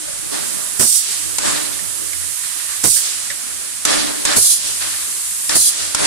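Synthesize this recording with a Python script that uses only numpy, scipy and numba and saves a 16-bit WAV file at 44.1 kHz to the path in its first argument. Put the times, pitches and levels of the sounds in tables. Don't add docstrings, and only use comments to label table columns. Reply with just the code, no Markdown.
import sys
import numpy as np
from scipy import signal
from scipy.fft import rfft, irfft
from scipy.io import wavfile
from scipy.ndimage import uniform_filter1d, minimum_filter1d
from numba import njit

SR = 44100
rng = np.random.default_rng(int(sys.argv[2]) if len(sys.argv) > 2 else 0)


def pcm_store(signal):
    levels = np.round(np.clip(np.atleast_2d(signal), -1, 1) * 32767)
    wavfile.write(sys.argv[1], SR, levels.astype(np.int16).T)


N = 267598
T = np.arange(N) / SR
FREQ = np.maximum(np.fft.rfftfreq(N, 1 / SR), 1)
TURN_S, TURN_LENGTH_S = 3.76, 0.62


def undb(db):
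    return 10 ** (np.asarray(db) / 20)


def unit(x):
    return x / np.sqrt(np.mean(x ** 2))


def timeline(points):
    return np.interp(T, *np.transpose(points))


def contour(points):
    hz, value = np.transpose(points)
    return np.interp(np.log(FREQ), np.log(hz), value)


def bump(hz, width_hz, db):
    return db / (1 + (2 * (FREQ - hz) / width_hz) ** 2)


def pop(start_s, rise_s):
    age = np.clip((T - start_s) / rise_s, 0, 50)
    return age * np.exp(1 - age)


def walk(rate_hz):
    hold = max(int(SR / rate_hz), 1)
    steps = np.repeat(rng.standard_normal(2048)[:N // hold + 1], hold)
    return 1.3 * uniform_filter1d(uniform_filter1d(steps, hold), hold)[:N]


def noise(spectrum_db):
    return unit(irfft(rfft(rng.standard_normal((2, N))) * undb(spectrum_db), N))


def split_bands(x, centres_hz):
    spectrum = rfft(x)
    return [irfft(spectrum * np.interp(np.log(FREQ), np.log(centres_hz), pick), N)
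            for pick in np.eye(len(centres_hz))]


@njit
def moving_bandpass(x, hz, width_hz):
    out, band_state, low_state = np.empty(len(x)), 0., 0.
    for i in range(len(x)):
        gain, damping = np.tan(np.pi * hz[i] / SR), width_hz / hz[i]
        band = (band_state + gain * (x[i] - low_state)) / (1 + gain * (gain + damping))
        band_state, low_state = 2 * band - band_state, low_state + 2 * gain * band
        out[i] = damping * band
    return out


def reflect(x, lag_s, sway, share):
    echo = np.array([np.interp(T - lag_s * (1 + sway * walk(2.226)), T, ch) for ch in x])
    return (x + share * echo) / np.hypot(1, share)


def facing(before_db, after_db):
    turned = np.clip((T - TURN_S) / TURN_LENGTH_S + .5, 0, 1)
    return undb([before_db + (after_db - before_db) * turned, np.zeros(N)])


# freq_hz, side_minus_mid_db
ROOM_WIDTH = [(40, 0), (100, 21), (150, 48), (220, 44), (300, 13.5), (450, 14.5), (600, 8.5), (1000, 2.5),
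              (1500, -3.5), (2300, 0)]

def diffuse(spectrum_db, left_treble_db=-3.5):
    mid_share = undb(-contour(ROOM_WIDTH))
    mid, side = rfft(rng.standard_normal((2, N))) * undb(spectrum_db) / np.hypot(1, mid_share)
    left = (mid_share * mid + side) * undb(left_treble_db * FREQ / (FREQ + 1500))
    right = mid_share * mid - side
    return unit(irfft(np.array([left, right]), N))


# freq_hz, level_db
DIN_SPECTRUM = [(30, -17), (50, -12), (85, -6), (140, -5), (200, -7), (350, -8), (950, -11.5), (1600, -9),
                (3300, -9), (6000, -5.5), (8500, 0), (10300, -1.5), (12000, -17), (15500, -26)]
# freq_hz, width_hz, lift_db
SHED_MODES = [(137, 35, 5), (176, 25, 4), (236, 30, 4), (303, 30, 11.5), (410, 30, 7.5), (590, 55, 9.5),
              (1181, 80, 4), (1785, 200, 3.5)]
# time_s, level_db
LOW_DIN_LEVEL = [(0, 0), (.4, .5), (1.2, -.5), (2.0, -5), (2.7, -6.5), (3.3, -3.5), (3.7, -3.5), (4.7, -3),
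                 (5.3, -7), (5.8, 0)]

def din(level_db=-25.5, waver_db=.4, mode_share=.25):
    room = diffuse(contour(DIN_SPECTRUM) + mode_share * sum(bump(*mode) for mode in SHED_MODES))
    bands = split_bands(room, centres_hz=(90, 200, 350, 700, 2000))
    wander_db, low_shares = (3, 4, 4, 2.5, .3), (1, 1, 1, .6, 0)
    out = sum(band * undb(db * walk(15) + share * timeline(LOW_DIN_LEVEL))
              for band, db, share in zip(bands, wander_db, low_shares))
    return out * undb(level_db + waver_db * walk(25.33))


# time_s, level_db
DRONE_LEVEL = [(1.0, -57), (1.15, -45), (1.35, -35.5), (1.6, -50), (1.85, -39), (2.25, -38.5), (2.6, -50),
               (2.75, -44), (4.65, -56), (4.85, -39.5), (5.3, -49), (5.6, -50), (5.87, -38), (6.05, -48)]

def drone(centre_hz=87, width_hz=14):
    spectrum_db = -20 * np.log10(1 + (2 * (FREQ - centre_hz) / width_hz) ** 2)
    return diffuse(spectrum_db) * undb(timeline(DRONE_LEVEL))


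def clatter(knocks_per_mode_hz=4, level_db=-39, scatter_db=3, decay_s=.04):
    out = 0
    pole = np.exp(-1 / (decay_s * SR))
    for hz, width_hz, _ in SHED_MODES[:-2]:
        knocks = (rng.random(N) < knocks_per_mode_hz / SR) * undb(scatter_db * rng.standard_normal(N))
        ringing = diffuse(-20 * np.log10(1 + ((FREQ - hz) / width_hz) ** 2))
        out += signal.lfilter([1], [1, -pole], knocks) * ringing
    return out * undb(level_db + timeline(LOW_DIN_LEVEL))


# freq_hz, level_db
LEAK_SPECTRUM = [(400, -62), (1000, -7), (1800, -36), (3000, -14), (5500, -9.5), (7000, -2), (8200, 4),
                 (9000, 2.5), (9800, 4.5), (11000, 0), (12000, -5), (14400, -10), (15500, -78)]
# time_s, level_db
LEAK_LEVEL = [(0, -30), (.5, -20.5), (2.75, -21), (3.25, -24.5), (3.8, -26.5), (4.7, -23), (5.5, -20.5),
              (5.85, -27)]

def leak(flutter_db=0.084):
    air = unit(reflect(noise(contour(LEAK_SPECTRUM)), lag_s=.0016, sway=0.038, share=0.4))
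    return air * undb(timeline(LEAK_LEVEL) + flutter_db * walk(22.2)) * facing(-55, -2.5)


# freq_hz, level_db
BOOM_SPECTRUM = [(40, -21), (100, -9.5), (140, -6), (185, -3.5), (260, -4), (500, -4.5), (1100, -2.5),
                 (1800, -2.5), (2600, -4.5), (4500, -1.5), (6200, -4), (8300, -1), (10300, -5),
                 (14000, -25)]
# freq_hz, t60_s
SHED_DECAY = [(150, 1.44), (500, 1.18), (1500, 1.01), (4000, 1.24), (8000, 0.83), (14000, 0.2)]
# start_s, boom_db, bass_db
DISTANT_KNOCKS = [(0.309, -20.5, 3), (2.43, -26, -15), (2.56, -26, -10), (2.68, -24.5, -15),
                  (4.804, -18, -10)]

def booms(rough_db=1.8, bang_bass_db=2, stroke_bass_db=-20, stroke_s=0.13, dull_swell_s=0.025):
    blows = [(start_s, db, swell_s, bang_bass_db) for start_s, *_, db, swell_s in NEAR_BANGS]
    blows += [(start_s, db, dull_swell_s, bass_db) for start_s, db, bass_db in DISTANT_KNOCKS]
    blows += [(start_s + stroke_s, db, dull_swell_s, stroke_bass_db) for start_s, *_, db in VALVES]
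    boom = diffuse(contour(BOOM_SPECTRUM) + sum(bump(*mode) for mode in SHED_MODES))
    bands = split_bands(boom, [hz for hz, _ in SHED_DECAY])
    out = 0
    for band, (hz, t60_s) in zip(bands, SHED_DECAY):
        bass_share = 1 / (1 + (hz / 800) ** 4)
        power = np.zeros(N)
        for start_s, db, swell_s, bass_db in blows:
            age_s = T[:N - int(start_s * SR)]
            envelope = (1 - np.exp(-age_s / swell_s)) * undb(-60 * age_s / t60_s) ** 2
            power[-len(age_s):] += undb(db + bass_share * bass_db) ** 2 * envelope
        out += band * np.sqrt(power) * undb(rough_db * walk(55))
    return out


# freq_hz, level_db, t60_s
FRAME_MODES = [(172, -30, 1.0), (238, -29, .7), (299, -18.5, 1.3), (311, -24, 1.1), (409, -28, .8),
               (578, -23.5, .65), (606, -25, .6), (1181, -27, .4)]

def frame(level_db=2.5, build_s=.07, detune=.008, scatter_db=1.5, shimmer_db=3.2, crossfeed=.2):
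    out = np.zeros((2, N))
    sides = np.array([[[-crossfeed], [1]], [[1], [-crossfeed]]])
    for start_s, *_, boom_db, _ in NEAR_BANGS:
        onset = int(start_s * SR)
        age_s = T[:min(SR, N - onset)]
        for k, (hz, db, t60_s) in enumerate(FRAME_MODES):
            offset, strength, phase = rng.standard_normal(3)
            gain = undb(db + boom_db + scatter_db * strength)
            envelope = (1 - np.exp(-age_s / build_s)) * undb(-60 * age_s / t60_s)
            tone = np.sin(2 * np.pi * (hz * (1 + detune * offset) * age_s + phase))
            out[:, onset:onset + len(age_s)] += sides[k % 2] * gain * envelope * tone
    return out * undb(level_db + shimmer_db * walk(32))


# freq_hz, level_db, t60_s
STEEL_MODES = [(560, 4, .12), (1180, 0, 0.05), (1690, 10, 0.09), (1790, 12, 0.11), (1940, 9, 0.08),
               (3120, 0, 0.04), (4600, 2, 0.03)]
# start_s, level_db, pitch_ratio
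CLINK_HITS = [(1.791, -28.5, 1), (2.130, -25, 1.2), (2.213, -33.5, 1.1), (2.961, -19.5, .95),
              (3.302, -20, 1.02), (5.802, -31, 0.77)]

def clinks(rattle_s=.02, ring_db=-15, left_db=-6, contact_s=.0008):
    out, age_s = np.zeros((2, N)), T[:SR // 4]
    grit = noise(contour([(400, -56), (1200, -6), (1800, 19), (2600, 4), (5500, 10), (10000, -34)]))
    attack = 1 - np.exp(-age_s / contact_s)
    for start_s, db, pitch_ratio in CLINK_HITS:
        onset = int(start_s * SR)
        span = slice(onset, onset + len(age_s))
        ring = 0
        for hz, mode_db, t60_s in STEEL_MODES:
            phase = 2 * np.pi * hz * pitch_ratio * age_s + rng.uniform(0, 2 * np.pi, (2, 1))
            ring += undb(mode_db - 60 * age_s / t60_s) * np.sin(phase)
        rattle = np.exp(-age_s / rattle_s) * grit[:, span]
        out[:, span] += undb(db) * (undb(ring_db) * attack * ring + rattle)
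    return out * undb([[left_db], [0]])


# freq_hz, level_db
CRACK_SPECTRUM = [(50, 7), (130, -1), (300, -1.5), (1200, 8), (2500, 5), (4000, 5.5), (8000, 12),
                  (10500, 6), (12500, -7), (15000, -17)]
# start_s, tick_db, ring_hz, rattle_db, boom_db, swell_s
NEAR_BANGS = [(1.3838, 3, 7640, -2.5, -11, 0.038), (3.8511, 2.5, 9950, 1, -9, 0.02),
              (4.251, -3.5, 8600, -3, -11.5, 0.0024), (5.494, -2, 5000, -9, -14.5, 0.0015),
              (5.9467, 5, 9000, 1.5, -5.5, 0.14)]

def bangs(tick_right_db=-12, rattle_left_db=-9, rattle_lag_s=0.00034,
          spit_db=-22, thump_db=-53, echo_db=-11):
    ticks, rattles, echoes, spits = 0, 0, 0, 0
    thump_noise = noise(contour([(30, 6), (90, 8), (180, 14), (600, -43)]))
    crack_db = contour(CRACK_SPECTRUM)
    rattle_noise = noise(crack_db)
    for start_s, tick_db, ring_hz, rattle_db, *_ in NEAR_BANGS:
        ringing = undb(tick_db) * noise(crack_db + bump(ring_hz, width_hz=1800, db=10))
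        ticks += pop(start_s, rise_s=0.00071) * ringing
        spits += undb(spit_db) * pop(start_s, rise_s=0.06) * ringing
        rattle = pop(start_s + rattle_lag_s, rise_s=0.0023) * rattle_noise
        thump = undb(thump_db) * pop(start_s, rise_s=0.0085) * thump_noise
        rattles += undb(rattle_db) * (rattle + thump)
        echoes += undb(rattle_db + echo_db) * pop(start_s, rise_s=0.0069)
    direct = ticks * undb([[0], [tick_right_db]]) + rattles * undb([[rattle_left_db], [0]])
    return direct + echoes * diffuse(crack_db) + spits


# freq_hz, level_db
DRAUGHT_SPECTRUM = [(30, -24), (100, 10), (160, 7), (280, 6), (600, -3.5), (1500, -2), (6000, -14)]

def gusts(rough_db=2.5, rush_db=3, eddy_db=-16.5, eddy_s=.028):
    push, rush, swirl = 0, 0, 0
    for start_s, opening_s, *_, draught_db, draught_s, _ in VALVES:
        progress = np.maximum(T - start_s - opening_s / 2, 0) / draught_s
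        speed = np.minimum(progress / 0.23, 1) * np.exp(-1.6 * progress ** 2)
        push += undb(draught_db) * speed
        rush += undb(draught_db) * speed ** 3
        swirl += undb(draught_db) * pop(start_s + opening_s, eddy_s)
    rumble = push * noise(contour(DRAUGHT_SPECTRUM)) * undb(rough_db * walk(120))
    rushing = rush * noise(contour([(100, -16), (500, 0), (1800, -14), (4000, -12), (10000, -51)]))
    eddies = swirl * noise(contour([(30, -2), (80, 2), (130, -1), (300, -37), (1500, -66)]))
    return (rumble + undb(rush_db) * rushing + undb(eddy_db) * eddies) * facing(-21, -14)


# freq_hz, level_db
JET_SPECTRUM = [(200, -56), (1500, -27.5), (3000, -5.5), (4500, 0.5), (6500, 2), (8000, 6), (10000, 9.5),
                (12000, 2), (15500, -1)]
# freq_hz, width_hz, before_turn_db, after_turn_db
PORT_MODES = [(3360, 300, 0, 7), (4120, 260, -2, 6), (4850, 360, 4.5, 5.5), (5690, 130, 9.5, 6.5),
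              (6510, 580, 3.5, 6.5), (7280, 260, 4, 5), (8320, 370, 8, 2), (8660, 88, -11, 7.5),
              (9930, 120, -5, 3.5), (10400, 420, -3, 4.5), (11100, 350, -1, -5.5), (11800, 330, -7, 0),
              (14900, 1000, -9, -18)]

def jet_hiss(hollow_hz, hollow_width_hz=700., hollow_depth=.65, peak_hz=9400, peak_db=(0, 5)):
    jet_db = contour(JET_SPECTRUM) + np.array([bump(peak_hz, 2300, db) for db in peak_db])
    before = noise(jet_db + sum(bump(hz, width_hz, db) for hz, width_hz, db, _ in PORT_MODES))
    after = noise(jet_db + sum(bump(hz, width_hz, db) for hz, width_hz, _, db in PORT_MODES))
    air = np.where(T < TURN_S, before, after)
    return np.array([ch - hollow_depth * moving_bandpass(ch, hollow_hz, hollow_width_hz) for ch in air])


def jet_tail(flow, level_db=-16.5, decay_s=0.085):
    pole = np.exp(-1 / (decay_s * SR))
    envelope = np.sqrt(signal.lfilter([1 - pole], [1, -pole], flow ** 2))
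    tilt_db = contour([(500, 46), (3500, 16), (8000, 13.5), (13000, -11)])
    return undb(level_db) * envelope * diffuse(contour(JET_SPECTRUM) + tilt_db)


# start_s, opening_s, length_s, level_db, snap_db, pulse_db, closing_s,
# draught_db, draught_s, thud_db
VALVES = [(0.779, .03, 0.21, 4.5, -13, -8, 0.03, -6, 0.075, -23),
          (2.8245, .024, .14, 4, -1, -4, 0.04, -5, 0.054, -23),
          (4.348, 0.03, 0.19, 5.5, -10, -9, 0.028, -6.5, 0.058, -40),
          (5.539, 0.028, 0.14, 6, -18, -6, 0.027, -8, 0.047, -22)]

def exhausts(pressure_fall_db=5, flutter_db=0.87, hollow_sweep_hz=(3700., 2600.),
             snap_lag_s=.0162, snap_hz=7440):
    flow, snap, pulse = 0, 0, 0
    hollow_hz = np.full(N, hollow_sweep_hz[0])
    for start_s, opening_s, length_s, db, snap_db, pulse_db, closing_s, *_ in VALVES:
        age_s = np.maximum(T - start_s, 0)
        emptied = np.minimum(age_s / length_s, 1)
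        blowing = np.minimum(age_s / opening_s, 1) ** 3 * undb(db - pressure_fall_db * emptied)
        flow += blowing * np.exp(-np.maximum(age_s - length_s, 0) / closing_s)
        snap += undb(snap_db) * pop(start_s + snap_lag_s, rise_s=0.00057)
        pulse += undb(pulse_db) * pop(start_s + snap_lag_s, rise_s=0.00035)
        hollow_hz = np.where(age_s > 0, np.interp(emptied, (0, 1), hollow_sweep_hz), hollow_hz)
    air = flow * jet_hiss(hollow_hz)
    tail = jet_tail(flow)
    jets = reflect(air, lag_s=0.0013, sway=0.04, share=0.25)
    crack = snap * noise(contour(CRACK_SPECTRUM) + bump(snap_hz, width_hz=1500, db=17))[0]
    jets *= undb(flutter_db * walk(65)) * facing(-5.5, -1)
    return jets + crack + np.array([-pulse, pulse]) + tail


def scene():
    air = leak() + exhausts() + gusts()
    impacts = bangs() + frame() + booms() + clinks()
    return air + impacts + din() + clatter() + drone()


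@njit
def follow(x, attack, release):
    out, level = np.empty(len(x)), 0.
    for i in range(len(x)):
        level += (x[i] - level) * attack if x[i] > level else -level * release
        out[i] = level
    return out


def record(dry, ceiling=1.195, attack_s=0.00005, release_s=0.1, top_hz=15550):
    loudest = -minimum_filter1d(-np.abs(dry).max(axis=0), size=45)
    peak = follow(loudest, 1 / (1 + attack_s * SR), 1 / (1 + release_s * SR))
    limited = np.clip(dry * ceiling / np.maximum(peak, ceiling), -1, 1)
    return signal.sosfilt(signal.ellip(10, .2, 80, top_hz, fs=SR, output="sos"), limited)


dry = scene()
out = record(dry)
pcm_store(out)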